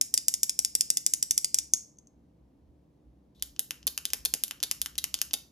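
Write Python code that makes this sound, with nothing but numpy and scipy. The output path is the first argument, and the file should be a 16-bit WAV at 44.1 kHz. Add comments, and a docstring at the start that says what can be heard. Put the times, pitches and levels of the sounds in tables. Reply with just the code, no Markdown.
"""A plastic fidget clicker is pressed and released eleven times, then a retractable pen is clicked. Each snap
is a contact and a millisecond or two of chatter ringing a small plastic body; the pen's cam scrapes round on
every other press. The desk and a monitor's screen reflect the clicks, a small room lets them fade, and a low
rumble lies underneath."""
import sys
import numpy as np
from scipy import signal
from scipy.fft import rfft, irfft, next_fast_len
from scipy.io import wavfile
from scipy.ndimage import uniform_filter1d

SR = 44100
rng = np.random.default_rng(int(sys.argv[2]) if len(sys.argv) > 2 else 0)


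def generate_wav(sig):
    """Save sig (samples, or channels by samples) to the path in sys.argv[1] as 16-bit PCM at SR."""
    pcm = np.round(np.clip(np.atleast_2d(sig).T, -1, 1) * 32767).astype(np.int16)
    wavfile.write(sys.argv[1], SR, pcm)


N = 242991
TIME = np.arange(N) / SR
SIZE = 2048  # samples in one struck sound
FREQS = np.fft.rfftfreq(SIZE, 1 / SR)
STROKE_TIME = TIME[:SIZE]
LEFT_RIGHT = np.array([[1], [-1]])

# Spectrum of the room rumble. Each row: frequency in Hz, relative density in dB.
RUMBLE_SPECTRUM = [(15, -45.5), (25, -23), (43, -10.5), (64, 6.5), (97, -19.5), (134, -12.5), (256, -17.5),
                   (293, -14.5), (405, -27), (489, -26), (545, -29), (1020, -39.5), (1400, -48.5),
                   (5140, -55.5), (16000, -62.5)]
# Stereo width of the rumble. Each row: frequency in Hz, side minus mid in dB.
RUMBLE_WIDTH = [(60, -18.0), (250, -12.5), (700, -0.5), (2000, -5.0)]
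# Swells of the deepest rumble. Each row: centre in seconds, time to fall to 1/e in seconds, peak in dB.
DEEP_SWELLS = [(2.68, 0.071, -56), (3.08, 0.04, -60), (3.497, 0.068, -55), (3.867, 0.11, -63),
               (4.208, 0.1, -56), (4.905, 0.26, -64)]
DEEP_DB, RUMBLE_DB = -70, -63  # rms of the deep part at rest, and of the part above it
HUM_HZ, HUM_DB = 286, -76

# Decay of the room. Each row: band centre in Hz, T60 in seconds, relative level in dB, side minus mid in dB.
ROOM_BANDS = [(300, 0.1, 11, -6.5), (1200, 0.37, 7, -3), (3008, 0.28, 0, -9), (5200, 0.32, 2, -5),
              (8000, 0.33, -2, -28.5), (10700, 0.22, 2.5, -16), (14000, .34, -2, -17.5),
              (15500, .25, -10, -14.5)]
# First reflections from desk and screen. Each row: delay in seconds, level in dB.
REFLECTIONS = [(.0029, -17), (.0044, -22), (.0090, -22), (.0098, -20), (.0104, -23)]

# Broad response of the pen's body. 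Each row: frequency in Hz, relative level in dB.
PEN_BODY = [(40, -40), (200, -19), (450, -18), (800, -20), (1400, -13), (2000, -11), (2800, -7), (3800, -5),
            (5200, -3), (8500, -1), (10000, -5), (14000, -3), (16000, -5)]
# Resonances standing out of it. Each row: frequency in Hz, width in Hz, height in dB.
PEN_MODES = [(2880, 900, 15.7), (5510, 360, 3)]
# The button takes up its slack before a stroke. Each row: start in seconds, level in dB, brightness in dB.
PEN_TOUCHES = [(3.3975, -37.5, -2), (3.5634, -27.5, -13), (3.8293, -28, -15), (4.1037, -16.5, 2),
               (4.4808, -15, 11), (4.603, -21, -4), (4.9552, -23.5, -6), (5.1892, -18, 2),
               (5.3104, -20, -19)]
# The button goes down. Each row: start in seconds, level in dB, brightness in dB.
PEN_PRESSES = [(3.4244, -0.5, -2), (3.5939, 4, 3.5), (3.8693, 5, 14.5), (4.0538, 0, -7.5), (4.2514, 4, 7.5),
               (4.4371, 4, 1.5), (4.6294, 0.8, -4), (4.8166, 2, -1), (4.9803, -2, 1.5), (5.1423, 0.9, -11),
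               (5.3336, 0.3, 4)]
# The spring throws the button back up. Each row: start in seconds, level in dB, brightness in dB.
PEN_RELEASES = [(3.7082, -4.5, 1.5), (3.9774, -2.5, 4), (4.1343, 2.5, 6.5), (4.339, 4, 9.5),
                (4.5103, -7, -2), (4.7132, 2, 8.5), (4.8605, -6, -1), (5.0414, 0, 6.5), (5.216, 3, 9.5)]
# How each kind of stroke colours the body. Each row: frequency in Hz, change in dB.
PEN_TOUCH_COLOUR = [(1000, -3), (2800, -12.5), (5800, -2.5), (8500, -7), (13500, -12)]
PEN_PRESS_COLOUR = [(1000, 3.5), (2000, 2), (2800, -5.5), (3450, 8.5), (4300, 9), (5800, 8), (8400, 15),
                    (13500, 13.5)]
PEN_RELEASE_COLOUR = [(400, -4), (1100, 5.5), (2000, 2.5), (2900, -4), (3900, -3), (5200, -2), (8500, 0.5),
                      (13000, -1), (15500, -8)]
# Brightness is a treble shelf. Each pair: where it starts in Hz, where it is full in Hz.
PEN_PRESS_SHELF_HZ = (5140, 12990)
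PEN_RELEASE_SHELF_HZ = (3300, 4970)
# The cam slides off a tooth and seats.
# Each row: seating in seconds, slide length in seconds, slide level in dB, seat level in dB.
CAM_TURNS = [(3.8772, .005, -3, -4), (4.2572, .003, -6, -.5), (4.6363, .004, -4, -1),
             (4.9855, .003, -5, -5), (5.339, .003, -3, 1.5)]
# What the cam adds to the barrel's response. Each row: frequency in Hz, width in Hz, height in dB.
CAM_MODES = [(3883, 2400, 13.5), (6480, 1700, 4), (1680, 1100, -2), (10400, 2900, 9)]
# Some strokes of the pen's button also give a dull, low thud. Each row: start in seconds, level in dB.
PEN_THUDS = [(3.594, -26), (3.871, -24), (4.1343, -21), (4.254, -24), (4.339, -19), (4.632, -23),
             (5.337, -22)]
# Response of that thud. Each row: frequency in Hz, relative level in dB.
THUD_BODY = [(60, -20), (200, -5.5), (300, -6), (440, -0.5), (650, -4), (850, -3.5), (1300, -11),
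             (4000, -30), (16000, -60)]
# The plunger rubs in the barrel before its first snap: start in seconds, stop in seconds, rms in dB.
PLUNGER_RUB = (3.348, 3.424, -70)
# The rubbing plunger sings a little. Each row: frequency in Hz, width in Hz, height in dB.
RUB_MODES = [(3800, 1400, 20)]

# Broad response of the clicker's body. Each row: frequency in Hz, relative level in dB.
CLICKER_BODY = [(40, -52), (150, -30), (400, -31), (1400, -39), (2000, -26), (2800, -22), (4100, -21),
                (5000, -11), (6300, -9), (7700, -1), (8400, -4), (9200, -13), (12700, -17), (15600, -15)]
# Resonances standing out of it. Each row: frequency in Hz, width in Hz, height in dB.
CLICKER_MODES = [(3460, 190, 3.5), (5106, 400, 2), (6670, 280, 3), (6908, 180, 3), (10920, 590, 2.5)]
# The clicker is pressed, and ticks twice as it is put away.
# Each row: start in seconds, level in dB, brightness in dB, leaf resonance height in dB.
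CLICKER_PRESSES = [(.14, 8, 1, -3.5), (.2825, 9, 2, 6), (.4319, 8, 2.5, 10), (.5902, 7, -0.5, 1.5),
                   (.7514, 7, 0.5, -4.5), (.9025, 8, -2, 2.5), (1.0635, 8, -2.5, 5),
                   (1.2266, 5.5, -3, -6.5), (1.3778, 7.5, -0.5, 3), (1.5437, 8, -2.5, 1.5),
                   (1.736, 8, -1, 15.5), (1.9853, -30.5, -6, 13.5), (2.0715, -39, -6, 8)]
# It springs back; the grip shifts the case's main resonance.
# Each row: start in seconds, level in dB, brightness in dB, case resonance in Hz.
CLICKER_RELEASES = [(0.0124, 7.5, 2, 5730), (0.1765, 5, -3.5, 5130), (0.3396, 3.5, 0.5, 5670),
                    (.4947, 3.5, -2, 5400), (0.6482, 4.5, 0, 5360), (0.8088, 7.5, 0.5, 5260),
                    (0.971, 5, 2, 5660), (1.1365, 6.5, 2, 6050), (1.309, 7.5, 1.5, 5940),
                    (1.4453, 4.5, -2, 4970), (1.5865, 4.5, -3, 5800)]
# How each kind of stroke colours the body. 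Each row: frequency in Hz, change in dB.
CLICKER_PRESS_COLOUR = [(1000, 0), (3000, 0.5), (5000, 1.5), (5800, -0.5), (6500, -6), (8000, 6), (9300, 1),
                        (11000, 4.5), (13000, 2.5), (15500, 2.5)]
CLICKER_RELEASE_COLOUR = [(1000, -1), (2700, 2.5), (3700, 2), (4600, 0), (5500, -2.5), (6500, -1),
                          (7400, -1), (8800, 6.5), (12500, -2), (14000, 7.5), (15500, -2)]
# Brightness is a treble shelf: where it starts in Hz, where it is full in Hz.
CLICKER_SHELF_HZ = (8000, 11000)
# The last press and the faint ticks after it also ping near 6.4 kHz. Each row: start in seconds, level in dB.
LEAF_PINGS = [(1.7362, 2.5), (1.9715, -42), (1.987, -26.5), (2.0714, -32.5)]
LEAF_HZ, LEAF_T60_S = 6410, 0.0095
LEAF_RING_HZ, LEAF_WIDTH_HZ = 6600, 360  # the leaf during a press
CASE_HZ, CASE_WIDTH_HZ, CASE_DB = 5735, 380, 13  # the case with the thumb pressing on it
RELEASE_WIDTH_HZ, RELEASE_DB = 1000, 11  # the case's broader resonance with the thumb lifting

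# The hand is nearer the left microphone port. Each row: frequency in Hz, left minus right in dB.
HAND_BALANCE = [(300, 2), (1500, 2.5), (2500, 4), (4700, 6), (6200, 3), (7600, 0), (16000, 0)]
# Phase between the two ports. Each row: frequency in Hz, lead of the left in radians.
PORT_PHASE = [(0, 0), (1500, .2), (2800, .8), (5300, .9), (6200, -.1), (8200, -3.14), (14800, -9.42),
              (17000, -9.6)]
TOP_HZ = 16500


def undb(db):
    """Definition of the decibel: amplitude gain is ten to the power of a twentieth of the level."""
    return 10 ** (np.asarray(db) / 20)


def along(freqs, points, column=1):
    """Logarithmic interpolation: a table is read with straight lines on a log frequency axis."""
    rows = np.array(points, float)
    return np.interp(np.log(freqs + 1), np.log(rows[:, 0]), rows[:, column])


def unit(x):
    """Normalisation: the sum of squares becomes one."""
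    return x / np.sqrt(np.sum(x ** 2))


def add(track, start_s, sound):
    """Superposition: a sound is summed into the track at its start."""
    start = max(int(start_s * SR), 0)
    track[start:start + len(sound)] += sound[:max(N - start, 0)]


def rumble():
    """Shaped noise: low room noise whose deepest part swells and is nearly mono, with a faint hum."""
    freqs = np.fft.rfftfreq(N, 1 / SR)
    mid, side = rfft(rng.standard_normal((2, N))) * undb(along(freqs, RUMBLE_SPECTRUM))
    spectrum = mid + undb(along(freqs, RUMBLE_WIDTH)) * side * LEFT_RIGHT
    deep_share = 1 / (1 + (freqs / 95) ** 8)  # crossover at 95 Hz
    deep = irfft(spectrum * deep_share, N)
    upper = irfft(spectrum * (1 - deep_share), N)

    swells = sum(undb(db) * np.exp(-((TIME - centre) / fall_s) ** 2) for centre, fall_s, db in DEEP_SWELLS)
    deep = deep / deep.std() * (undb(DEEP_DB) + swells)
    upper = upper / upper.std() * undb(RUMBLE_DB)
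    hum = undb(HUM_DB) * np.sin(2 * np.pi * HUM_HZ * TIME)
    return deep + upper + hum


def room(x, tail_db, scatter_db, scatter_s):
    """Reverberation: near surfaces reflect, desk clutter scatters, and walls give a short diffuse tail."""
    t = TIME[:SR * 3 // 4]
    freqs = np.fft.rfftfreq(len(t), 1 / SR)
    log_centres = np.log([row[0] for row in ROOM_BANDS])
    scatter = unit((t > .002) * np.exp(-t / scatter_s))
    response = np.zeros((2, len(t)))
    for share, (_, t60, db, side_db) in zip(np.eye(len(ROOM_BANDS)), ROOM_BANDS):
        # overlapping bands whose powers sum to one
        band = np.sqrt(np.interp(np.log(freqs + 1), log_centres, share))
        mid, side = irfft(rfft(rng.standard_normal((2, len(t)))) * band, len(t))
        field = (mid + undb(side_db) * side * LEFT_RIGHT) / np.sqrt(1 + undb(side_db) ** 2)
        tail = unit((1 - np.exp(-t / 0.0033)) * np.exp(-np.log(1000) * t / t60))
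        response += undb(db) * field * (undb(tail_db) * tail + undb(scatter_db) * scatter)
    for delay, db in REFLECTIONS:
        response[:, int(delay * SR)] += undb(db)
    return signal.fftconvolve(x[None], response, axes=1)[:, :N]


def body_db(body, modes):
    """Resonance: a body's response is a broad shape with peaks on top, summed in dB."""
    peaks_db = sum(db / (1 + (2 * (FREQS - hz) / width) ** 2) for hz, width, db in modes)
    return along(FREQS, body) + peaks_db


def ring(force, response_db):
    """Minimum phase: folding the cepstrum makes a causal filter, through which the force is sent."""
    cepstrum = irfft(np.log(undb(response_db)))
    cepstrum[1:SIZE // 2] *= 2
    cepstrum[SIZE // 2 + 1:] = 0
    sound = irfft(rfft(force) * np.exp(rfft(cepstrum)))
    return unit(sound * np.hanning(2 * SIZE)[SIZE:])  # the falling half fades the end


def chatter(envelope, response_db, contact):
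    """Repeated impact: a first contact and a run of tiny random ones ring the body."""
    force = unit(envelope * rng.standard_normal(SIZE))
    force[0] += contact
    # evening out the force's broad spectrum leaves the colour to the body
    uneven_db = 10 * np.log10(uniform_filter1d(np.abs(rfft(force)) ** 2, size=35))
    return ring(force, response_db - uneven_db)


def shelf(edges_hz):
    """Treble shelf: the share of a stroke's brightness that each frequency gets."""
    return along(FREQS, [(edges_hz[0], 0), (edges_hz[1], 1)])


def snap(response_db, contact, rise_s, fall_s):
    """Snap-through impact: a contact and a brief chatter, rising and dying, against the body."""
    rise = (1 - np.exp(-STROKE_TIME / rise_s)) ** 2
    return chatter(rise * np.exp(-STROKE_TIME / fall_s), response_db, contact)


def pen_button(strokes, colour, shelf_hz):
    """Hard contact: dry, sharp snaps of the pen's button; strokes of one kind share their colour."""
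    track = np.zeros(N)
    response_db = body_db(PEN_BODY, PEN_MODES) + along(FREQS, colour)
    for start, db, bright_db in strokes:
        sound = snap(response_db + bright_db * shelf(shelf_hz), contact=.7, rise_s=.0002, fall_s=.0003)
        add(track, start, undb(db) * sound)
    return track


def pen_cam():
    """Sliding friction, then impact: the cam scrapes with growing strength and seats."""
    track = np.zeros(N)
    cam_db = body_db(PEN_BODY, CAM_MODES)
    t = STROKE_TIME
    for seating, length, slide_db, seat_db in CAM_TURNS:
        slide = chatter((t < length) * (0.82 + t / length), cam_db, contact=0)
        seat = chatter(np.exp(-t / 0.0017), cam_db, contact=0.073)
        add(track, seating - length, undb(slide_db) * slide)
        add(track, seating, undb(seat_db) * seat)
    return track


def pen_thuds():
    """Impulse response: some strokes of the pen's button also give a dull, low thud."""
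    track = np.zeros(N)
    thud = ring(signal.unit_impulse(SIZE), along(FREQS, THUD_BODY))
    for start, db in PEN_THUDS:
        add(track, start, undb(db) * thud)
    return track


def plunger_rub():
    """Friction noise: peaky random force makes the plunger sing a little in the barrel."""
    start, stop, rub_db = PLUNGER_RUB
    friction = rng.laplace(size=N) * np.sqrt(.5)  # unit variance
    friction = friction * (TIME > start) * (TIME < stop)
    barrel = ring(signal.unit_impulse(SIZE), body_db(PEN_BODY, RUB_MODES))
    return undb(rub_db) * signal.fftconvolve(friction, barrel)[:N]


def pen():
    """Superposition of impacts and friction: button touches, presses and releases, cam, thuds and rub."""
    touches = pen_button(PEN_TOUCHES, PEN_TOUCH_COLOUR, PEN_PRESS_SHELF_HZ)
    presses = pen_button(PEN_PRESSES, PEN_PRESS_COLOUR, PEN_PRESS_SHELF_HZ)
    releases = pen_button(PEN_RELEASES, PEN_RELEASE_COLOUR, PEN_RELEASE_SHELF_HZ)
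    return touches + presses + releases + pen_cam() + pen_thuds() + plunger_rub()


def clicker_stroke(colour, bright_db, modes):
    """Damped resonance: one snap, coloured by its direction and the modes that the grip leaves free."""
    response_db = body_db(CLICKER_BODY, CLICKER_MODES + modes) + along(FREQS, colour)
    response_db = response_db + bright_db * shelf(CLICKER_SHELF_HZ)
    return snap(response_db, contact=0.17, rise_s=.0009, fall_s=0.00061)


def leaf_ping():
    """Damped vibration: the leaf is a sine that builds quickly and decays exponentially."""
    t = STROKE_TIME
    decay = np.exp(-np.log(1000) * t / LEAF_T60_S)
    return unit(np.sin(2 * np.pi * LEAF_HZ * t) * (1 - np.exp(-t / 0.00032)) * decay)


def clicker():
    """Snap-through buckling: a stiff plastic leaf snaps over and buzzes against its case for about 2 ms."""
    track = np.zeros(N)
    for start, db, bright_db, leaf_db in CLICKER_PRESSES:
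        modes = [(CASE_HZ, CASE_WIDTH_HZ, CASE_DB), (LEAF_RING_HZ, LEAF_WIDTH_HZ, leaf_db)]
        add(track, start, undb(db) * clicker_stroke(CLICKER_PRESS_COLOUR, bright_db, modes))
    for start, db, bright_db, case_hz in CLICKER_RELEASES:
        modes = [(case_hz, RELEASE_WIDTH_HZ, RELEASE_DB)]
        add(track, start, undb(db) * clicker_stroke(CLICKER_RELEASE_COLOUR, bright_db, modes))
    ping = leaf_ping()
    for start, db in LEAF_PINGS:
        add(track, start, undb(db) * ping)
    return track


def scene():
    """Interaural level difference: both toys sound a little left of centre, in the room."""
    clicks = clicker() + pen()
    balance = undb(along(np.fft.rfftfreq(N, 1 / SR), HAND_BALANCE) * LEFT_RIGHT / 2)
    balance = balance / np.sqrt(np.mean(balance ** 2, axis=0))  # mean power of the two sides is kept
    direct = irfft(rfft(clicks) * balance, N)
    return direct + room(clicks, tail_db=-13.5, scatter_db=-16, scatter_s=0.0028) + rumble()


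def record(dry):
    """Phase difference: the phone's two microphone ports differ through the treble; the top is cut."""
    size = next_fast_len(N + SIZE)
    lead = np.interp(np.fft.rfftfreq(size, 1 / SR), *np.transpose(PORT_PHASE))
    turn = np.exp(1j * lead * LEFT_RIGHT / 2)
    ports = irfft(rfft(dry, size) * turn, size)[:, :N]
    top_cut = signal.ellip(8, .2, 70, TOP_HZ, fs=SR, output="sos")
    return signal.sosfilt(top_cut, ports)


dry = scene()
out = record(dry)
generate_wav(out)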